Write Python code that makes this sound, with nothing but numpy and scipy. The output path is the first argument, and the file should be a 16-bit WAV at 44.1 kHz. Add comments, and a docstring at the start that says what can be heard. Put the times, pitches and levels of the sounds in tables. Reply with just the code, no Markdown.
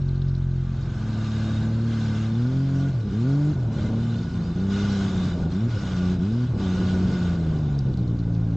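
"""A yard, a trail and a frozen lake, heard from the helmet of the rider of a three-cylinder four-stroke snowmobile.
Three passages fade into each other: idling, blipping the throttle, then blipping and slowing down.
The exhaust is a sum of tones at multiples and thirds of the firing rate, over a rough noise rumble.
Cowl rattle, belt drive, valve ticks and hiss are shaped noise; an intake whistle is a gliding tone.
The two channels carry one signal, except for a band of treble that differs from ear to ear."""
import sys
import numpy as np
from scipy import signal
from scipy.io import wavfile
from scipy.ndimage import uniform_filter1d

SR = 44100
rng = np.random.default_rng(int(sys.argv[2]) if len(sys.argv) > 2 else 0)


def decibels_to_gain(level_db):
    """Convert a level in decibels to a linear amplitude gain (20 dB per decade)."""
    exponent = np.asarray(level_db, float) / 20
    return 10 ** exponent


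def log_audio(samples):
    """Write samples as a 16-bit WAV file to the path given in sys.argv[1]."""
    # one column per channel
    frames = np.atleast_2d(samples).T
    # limit to full scale, then quantise
    limited = np.clip(frames, -1, 1)
    pcm = np.round(limited * 32767).astype(np.int16)
    wavfile.write(sys.argv[1], SR, pcm)


N = 377496
T = np.arange(N) / SR  # time [s]

# engine in the yard: (time [s], firing rate [Hz], throttle [0 shut, 1 idling, 2 part, 3 wide], effort [dB])
IDLE = [(0, 45, 1.0, 0), (.3, 44.8, 1.0, 0), (.62, 44.1, 1.0, 0), (.92, 43.7, 1.0, 0), (1.3, 43.7, 1.0, 0)]


def evened(x):
    """Scales to rms 1."""
    return x / np.sqrt(np.mean(x ** 2) + 1e-20)


def read(points, hz):
    """Reads a spectrum on a log-frequency axis."""
    f, value = np.transpose(points)
    return np.interp(np.log(hz + 1), np.log(f + 1), value)


def wander(hz):
    """Slow chance of rms 1: straight lines between random knots, hz of them a second."""
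    knots = rng.standard_normal(400)
    return np.interp(T * hz % 399, np.arange(400), knots) * np.sqrt(3 / 2)


def noise(points, modes=(), patchy_db=8.0, size=512):
    """Random short-time spectra of rms 1 with a colour, resonances added to it and drifting patches."""
    hz = np.fft.rfftfreq(size, 1 / SR)
    a, b = rng.standard_normal((N * 4 // size + 5, len(hz), 2), np.float32).T
    patches = rng.standard_normal(a.shape, np.float32)
    patches = uniform_filter1d(patches, size=7, axis=0)  # across frequency
    patches = evened(uniform_filter1d(patches, size=12, axis=1))  # across time
    power = decibels_to_gain(read(points, hz)) ** 2
    for f, width, db in modes:
        power += decibels_to_gain(db) ** 2 / (1 + (2 * (hz - f) / width) ** 2) ** 2
    z = (a + 1j * b) * np.sqrt(power)[:, None] * decibels_to_gain(patchy_db * patches)
    return evened(signal.istft(z, nperseg=size, noverlap=size * 3 // 4)[1][:N])


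def ringing(early, late):
    """Noise through the early ringing modes before 2.3 s, then through the late ones."""
    floor = [(1, -80), (9000, -80)]
    early_ring, late_ring = (noise(floor, modes, patchy_db=2, size=2048) for modes in (early, late))
    return np.where(T < 2.3, early_ring, late_ring)


def puffs(turns, decay):
    """A gate that opens at each whole turn and dies away."""
    return np.exp(-(turns % 1) / decay)


def stumbles(spread):
    """Brief sags of the exhaust, one bell each: returns their sum, at most 1, and the dip in level [dB]."""
    # sags, mostly where the throttle changes:
    # (time [s], depth [dB], width before it is multiplied by spread [s])
    sags = [(2.927, -5.5, 0.035), (3.1, -6, 0.028), (3.545, -9, 0.025), (3.696, -6, 0.011),
            (3.76, -3, 0.025), (3.83, -5, 0.019), (3.875, -5, .025), (4.238, -3, .02), (4.31, -4.5, 0.044),
            (4.454, -5.5, 0.022), (4.544, -14, 0.021), (5.296, -3, 0.042), (5.43, -3, 0.018),
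            (5.52, 0, 0.022), (5.8, -7.5, 0.041), (6.19, -1.5, 0.018), (6.475, -9.5, 0.036),
            (6.59, -5, 0.014), (7.84, -4, 0.018), (7.929, -7, 0.029), (7.969, -8, 0.015),
            (8.066, -6.5, 0.017), (8.172, -8, 0.018), (8.243, -7, .016)]
    bells = [np.exp(-(2 * (T - s) / (spread * width)) ** 2) for s, _, width in sags]
    dip_db = sum(row[1] * bell for row, bell in zip(sags, bells))
    return np.minimum(sum(bells), 1), dip_db


def ground_rumble():
    """Rough low noise from the track on the snow, rising and falling along the ride."""
    # rumble along the ride: (time [s], level [dB])
    ground = [(0, -41), (.6, -46), (1.05, -38), (1.45, -32.5), (1.64, -31), (1.75, -36.5), (2.24, -36),
              (2.41, -35), (2.5, -40), (3.03, -34.5), (3.15, -36), (3.53, -32), (3.77, -28), (3.86, -26),
              (4.05, -33.5), (4.72, -34.5), (4.96, -29.5), (5.27, -29.5), (5.46, -27), (5.55, -37),
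              (5.75, -32), (6.15, -30.5), (6.45, -37), (6.56, -27), (6.67, -29.5), (7.03, -28), (7.37, -31),
              (7.6, -31), (7.84, -34), (7.92, -30), (8.1, -33), (8.56, -34)]
    # colour of the rumble: (frequency [Hz], relative density [dB per Hz])
    colour = [(15, -11.5), (30, -12.5), (60, 0), (140, 4.5), (250, -2.5), (400, -9.5), (700, -18),
              (1100, -26), (2000, -75.5)]
    level_db = np.interp(T, *np.transpose(ground)) + 0.97 * wander(hz=18)
    return decibels_to_gain(level_db) * noise(colour, patchy_db=1.5, size=2048)


def drags(free_db):
    """Each spell of belt drag takes the hiss over from its free-running level, arches, and lets go."""
    # spells when the belt drags and the hiss swells: (start [s], end [s], hiss level at mid-spell [dB])
    spells = [(0.447, 1.7, -47.5), (1.857, 2.31, -48), (2.702, 2.936, -51), (3.098, 3.554, -51.5),
              (3.75, 3.907, -49), (3.9, 4.298, -52), (4.681, 5.156, -43.5), (5.098, 5.355, -46.5),
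              (5.482, 5.594, -51), (5.674, 6.18, -47), (6.569, 7.068, -46), (6.99, 7.38, -47.5)]
    rise_s, fall_s, arch_db = 0.032, 0.042, -2.5  # the arch is lower by arch_db at either end
    for start, end, db in spells:
        grip = np.clip(np.minimum((T - start) / rise_s, (end - T) / fall_s), 0, 1)
        arch = arch_db * (2 * (T - start) / (end - start) - 1) ** 2
        free_db = free_db + grip * (db + arch - free_db)
    return free_db


def hiss(hiss_db, throb, shake_db):
    """Treble noise of track and intake that throbs with the firings."""
    # colour of the hiss: (frequency [Hz], relative density [dB per Hz])
    colour = [(1000, -29.5), (1800, -8.5), (2500, -7), (3300, -2), (4200, -5), (5500, -7.5), (7100, -12),
              (8400, -25), (9100, -39.5), (11000, -68)]
    throbbing = evened(noise(colour, patchy_db=1.75) * (1 + .5 * throb))
    return decibels_to_gain(hiss_db + 0.2 * shake_db) * throbbing


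def cowl_rattle(hiss_db, throb, shake_db):
    """Cowl panels shaken along with what makes the hiss: a throbbing clatter and their ringing modes."""
    # colour of the clatter: (frequency [Hz], relative density [dB per Hz])
    colour = [(300, -13), (450, 1), (700, 2.5), (1000, 0.5), (1600, 2), (1800, -9), (2500, -8.5),
              (3500, -34.5)]
    # panel modes before 2.3 s, then those after: (frequency [Hz], width [Hz], relative level [dB])
    early_modes = [(1182, 37, -2.5), (1510, 210, -5.5), (1653, 63, -15), (2073, 25, -8.5)]
    late_modes = [(1168, 32, -3.5), (1453.3, 34, 2.5), (1512, 100, -13), (2085, 40, -13.5)]
    rattle_db = -47.5 + .75 * (hiss_db + 51)
    clatter = evened(noise(colour, patchy_db=0.5) * (1 + 0.24 * throb))
    # the panels ring out more, the harder they are shaken
    buzz_db = -49.5 + 1.24 * (rattle_db + 47) + 0.47 * wander(hz=28.4)
    return decibels_to_gain(rattle_db + 0.37 * shake_db) * clatter + decibels_to_gain(buzz_db) * ringing(early_modes, late_modes)


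def belt_drive(hiss_db, revs_hz):
    """Ringing of the dragging belt drive, strongest when the hiss is strong."""
    # drive modes before 2.3 s, then those after: (frequency [Hz], width [Hz], relative level [dB])
    early_modes = [(2760, 100, -8), (2960, 91, -10), (3350, 59, -7.5), (3730, 70, 1), (4150, 210, -9)]
    late_modes = [(2934, 110, -8.5), (3615, 64, -1.5), (3920, 72, -5.5), (5020, 54, -11)]
    drag_db = -54.5 + 1.0 * (hiss_db + 49) + 1.0 * wander(hz=21.7)
    drag_db -= 9 * np.clip((revs_hz - 114) / 12, 0, 1)  # the belt grips at high revs
    return decibels_to_gain(drag_db) * ringing(early_modes, late_modes)


def valve_ticks(valve):
    """Noise bursts of the valve gear in a small cover: faint every engine cycle, now and then strong."""
    # the loudest ticks as the engine slows: (time [s], level [dB])
    strong = [(7.559, -45.5), (7.7192, -56), (7.7892, -42), (7.865, -47.5), (7.9392, -48), (7.9729, -40),
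              (8.076, -44.5), (8.19, -43), (8.35, -51), (8.5124, -43.5)]
    first_s, first_db, fade_db = .0149, -42.5, -3.2  # in the yard one tick a cycle stands out, ever less
    idle = []
    for k in range(8):
        idle.append((first_s + 3 * k / IDLE[1][1], first_db + fade_db * k + 3 * rng.standard_normal()))
    level = decibels_to_gain(-67 + 3 * wander(hz=7.8)) * evened(valve)
    for s, db in idle + list(strong):
        snap = np.exp(-abs(T - s) / 0.0019)
        tail = 0.54 * np.exp(-abs(T - s) / 0.022)
        level += decibels_to_gain(db) * (T > s) * (snap + tail) / 2
    cover_modes = [(4070, 880, 0), (5400, 300, -6)]  # (frequency [Hz], width [Hz], relative level [dB])
    return level * noise([(1, -19.0), (9000, -34.5)], cover_modes, size=128)


def intake_whistle():
    """A short rising whistle from the intake: one sine of unsteady pitch."""
    # glide of the whistle: (time [s], frequency [Hz], peak level [dB])
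    glide = [(4.38, 4000, -70), (4.4, 4120, -57), (4.45, 4800, -54), (4.48, 4950, -55), (4.5, 5000, -75)]
    s, hz, db = np.transpose(glide)
    hz = np.interp(T, s, hz) * (1 + 0.024 * wander(hz=150))
    return decibels_to_gain(np.interp(T, s, db, -200, -200)) * np.sin(2 * np.pi * np.cumsum(hz) / SR)


def engine(rows, fades, rough, even_db, fifth_db=0):
    """Exhaust of one passage: tones at the orders (multiples of the firing rate) and at thirds of it.

    Also returns the count of firings, how much the passage is heard and its hiss level [dB]."""
    # throttle shut, idling, part, wide: (orders 1 to 5 [dB], unevenness of cylinders [dB], hiss [dB])
    voices = [(2.2, -23.5, -15, -13, 1, -43.5, -55.5), (2.2, 0.6, -0.8, -10.5, -10.5, -38, -61.5),
              (0.28, 1.46, -8.5, -3, -6.5, -36, -53), (2.6, 6, -2.5, -1.5, -4, -46, -52.5)]
    # what the exhaust lets through of orders 1 to 5: (frequency [Hz], level [dB])
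    silencer = [(45, -34), (56, -39), (90, -30.5), (100, -31), (110, -25.5), (135, -23.5), (185, -27),
                (220, -30), (280, -34), (330, -37.5), (400, -39), (445, -50), (530, -49.5), (600, -54),
                (685, -45), (800, -68)]
    # exhaust above order 5: (frequency [Hz], level [dB])
    pipe = [(230, -50), (270, -51), (310, -55), (355, -46), (400, -56), (450, -68), (600, -90)]
    # lines of the uneven cylinders: (thirds of the firing rate [count], relative level [dB])
    uneven = [(1, -10), (2, -2.5), (4, 0), (5, -4.5), (7, -8), (8, -14), (10, -19), (11, -34.5),
              (13, -27.5), (14, -20.5)]
    s, row_hz, throttle, effort_db = np.transpose(rows)
    heard = np.interp(T, fades, [0, 1, 1, 0])
    smooth_hz = np.interp(T, s, row_hz)
    hz = smooth_hz * (1 + 0.00494 * wander(hz=25.054))
    throttle = np.interp(T, s, throttle)
    effort_db = np.interp(T, s, effort_db)
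    *voice_db, uneven_db, hiss_db = (np.interp(throttle, range(len(voices)), c) for c in np.transpose(voices))

    orders_db = []
    for k, db in enumerate(voice_db):
        effort = (1 + 0.49 * k) * effort_db  # effort brightens: higher orders follow it more
        orders_db.append(db + read(silencer, (k + 1) * hz) + effort + 0.15 * k * rough * wander(hz=17))
    # orders 3 and 4 snarl while the revs climb
    climb = uniform_filter1d(np.gradient(smooth_hz) * SR, size=2000)  # [Hz per s]
    snarl_db = np.clip(0.12 * climb, 0, 3.5)
    orders_db[2:4] = [db + snarl_db for db in orders_db[2:4]]
    # the fifth order stands out near idle; the orders above it sink as the revs leave the idle
    revved = np.clip((hz - 61.5) / 8, 0, 1)
    orders_db[4] += fifth_db * (1 - revved)
    orders_db += [read(pipe, k * hz) - 12 * revved + 2.5 * wander(hz=6.9) for k in range(6, 10)]

    # around a stumble the cylinders fall out of step and the firings slip
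    stumble, _ = stumbles(spread=1.35)
    uneven_db += 9.5 * stumble - even_db
    turns = np.cumsum(hz) / SR + .12 * stumble * wander(hz=45)
    load = np.clip((hz - 65) / 15, 0, 1)
    flip = np.pi * load - .6  # pulses point up near idle, down under load, and lean forward
    rough = rough * (.3 + .7 * load)  # the idle is steadier

    out = 0
    for k, db in enumerate(orders_db):
        out += decibels_to_gain(db + 0.65 * wander(hz=20)) * np.cos(2 * np.pi * (k + 1) * turns + flip)
    low_db = 0.1824 * np.maximum(hz - 105, 0)  # the lowest lines between the orders grow at high revs
    for thirds, db in uneven:  # the three cylinders differ, so lines appear between the orders
        drift = rng.uniform(0, 2 * np.pi) + rough * wander(hz=10)
        line_db = uneven_db + db + low_db * (thirds < 4.5) + 1.9 * rough * wander(hz=13)
        out += decibels_to_gain(line_db) * np.cos(2 * np.pi * thirds / 3 * turns + drift)
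    # the hiss follows the throttle slowly, over 0.056 s
    return np.sqrt(2) * out * heard, turns, heard, uniform_filter1d(hiss_db, size=int(0.056 * SR))


def scene():
    """The passages share the noises, which throb with the firings of whichever passage is heard."""
    # engine on the trail, then on the lake: (time [s], firing rate [Hz],
    # throttle [0 shut, 1 idling, 2 part, 3 or more wide], effort [dB])
    trail = [(.5, 107.6, 1.7, -2.5), (1.0, 108.4, 1.2, -1.8), (1.58, 109.7, 1.92, -0.2),
             (1.86, 114.6, 2.25, 0), (2.13, 107.8, 1.9, -0.1), (2.32, 112.2, 2.7, -1.3),
             (2.45, 122.9, 2.76, -0.4), (2.55, 133.2, 2.03, 0.1), (2.61, 134.7, 2.45, -1),
             (2.85, 136.8, 1.91, 0.9), (2.9, 138.6, 0.57, -1.2), (2.94, 127, 0.11, -1.5),
             (3.03, 105.9, 0.13, -1.3), (3.06, 101.8, 1.8, -1), (3.12, 93.65, 1.5, 1),
             (3.15, 103.8, 2.4, 0.5), (3.29, 136, 3.0, .3), (3.41, 146.6, 3.0, 1.1),
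             (3.51, 152.6, 5.8, 0.7), (3.55, 142, 0.36, -5.5), (3.59, 126.6, 0.11, -3),
             (3.66, 113.9, 0.19, .8), (3.72, 110.6, 1.9, -4.5), (3.86, 108.3, 2.5, -1),
             (3.92, 110, 2.1, 0.5), (4.06, 115.6, 2.8, -2.4), (4.2, 113.7, 2.1, -1.2),
             (4.27, 111, 4.8, -6.5), (4.6, 106.5, 0.53, 8)]
    lake = [(4.05, 88.5, 1.8, 4.5), (4.43, 84.7, 1.8, -.3), (4.54, 86.4, 1.9, -0.8), (4.64, 97.1, 2.1, 0.1),
            (4.84, 101.3, 2.1, 1.7), (5.08, 95.93, 2.1, 0.3), (5.27, 89.49, 2.2, -0.7),
            (5.46, 82.73, 1.9, 0.1), (5.51, 82.74, 0.22, -2.5), (5.56, 92.15, 3.0, -0.5),
            (5.61, 110.3, 3.0, -2), (5.67, 118.5, 2.8, -.3), (5.7, 120.6, 0.3, -8), (5.77, 102.7, 0.2, 4.7),
            (5.82, 95.6, 1.7, -2), (5.92, 91.4, 1.9, -1.4), (6.0, 90.6, 2.3, 0.4), (6.14, 91.1, 2.1, 1.7),
            (6.18, 88.6, 0.61, -2.5), (6.21, 88, 2.7, -.6), (6.24, 95.3, 3.0, -1), (6.36, 119.1, 3.0, -1.5),
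            (6.46, 126.3, 2.6, -0.2), (6.48, 122.2, 0.1, 3.5), (6.54, 105.2, 0.2, -2),
            (6.59, 96.6, 1.9, 0.5), (6.68, 92.8, 2.1, 0.2), (7.02, 91.7, 2.1, 1.4), (7.2, 89.77, 2.1, 0.1),
            (7.56, 77.73, 1.8, -0.5), (7.86, 65.7, 1.3, -0.7), (8.06, 59.3, 1.1, -0.3),
            (8.2, 56.5, 1.1, -0.3), (8.56, 54.9, 1.1, -0.4)]
    # yard into trail, trail into lake: (start [s], end [s])
    fades = (.5, 1.365), (4.05, 4.6)
    first, second = map(tuple, fades)
    passages = [engine(IDLE, (-2, -1) + first, rough=0.4, even_db=8),
                engine(trail, first + second, rough=0.56, even_db=0.0),
                engine(lake, second + (9, 10), rough=.9, even_db=1.5, fifth_db=7.5)]
    exhaust = sum(p[0] for p in passages)
    throb = sum(heard * puffs(turns, decay=0.46) for _, turns, heard, _ in passages)
    # three firings make one engine cycle
    valve = sum(heard * puffs(turns / 3 - .25, decay=0.37) for _, turns, heard, _ in passages)
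    revs_hz = sum(heard * np.gradient(turns) * SR for _, turns, heard, _ in passages)
    hiss_db = passages[0][2] * passages[0][3]  # no drag while standing
    hiss_db = hiss_db + sum(heard * drags(db) for *_, heard, db in passages[1:])
    shake_db = wander(hz=29.5)  # bumps shake panels and track together
    _, dip_db = stumbles(spread=0.96)

    mix = (ground_rumble() + exhaust) * decibels_to_gain(dip_db)
    mix += hiss(hiss_db, throb, shake_db) + cowl_rattle(hiss_db, throb, shake_db)
    mix += belt_drive(hiss_db, revs_hz) + valve_ticks(valve) + intake_whistle()
    return np.tile(mix, (2, 1))


def band_limit(x):
    """A steep low-pass at the top of the band."""
    return signal.sosfilt(signal.butter(12, 9190, fs=SR, output="sos"), x)


def record(dry):
    """The microphone rounds off peaks; one treble band differs between the ears; the top is cut off."""
    ceiling = 0.41  # full scale is 1
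    hz, _, z = signal.stft(ceiling * np.tanh(dry / ceiling), SR, nperseg=512, boundary="even")
    # in this band each ear gets part of the sound with random phases of its own
    share = 0.34 * ((hz > 3050) & (hz < 6290))[:, None]
    own = abs(z) * np.exp(2j * np.pi * rng.random(z.shape))
    blend = np.sqrt(1 - share) * z + 1.39 * np.sqrt(share) * own
    wide = signal.istft(blend, SR, nperseg=512)[1][:, :N]
    low = signal.butter(10, 8800, fs=SR, output="sos")
    # 100-sample fades at both ends, against clicks
    fade = np.minimum(np.minimum(N - np.arange(N), np.arange(N)) / 100, 1)
    return band_limit(signal.sosfilt(low, wide) * fade)


dry = scene()
out = record(dry)
log_audio(out)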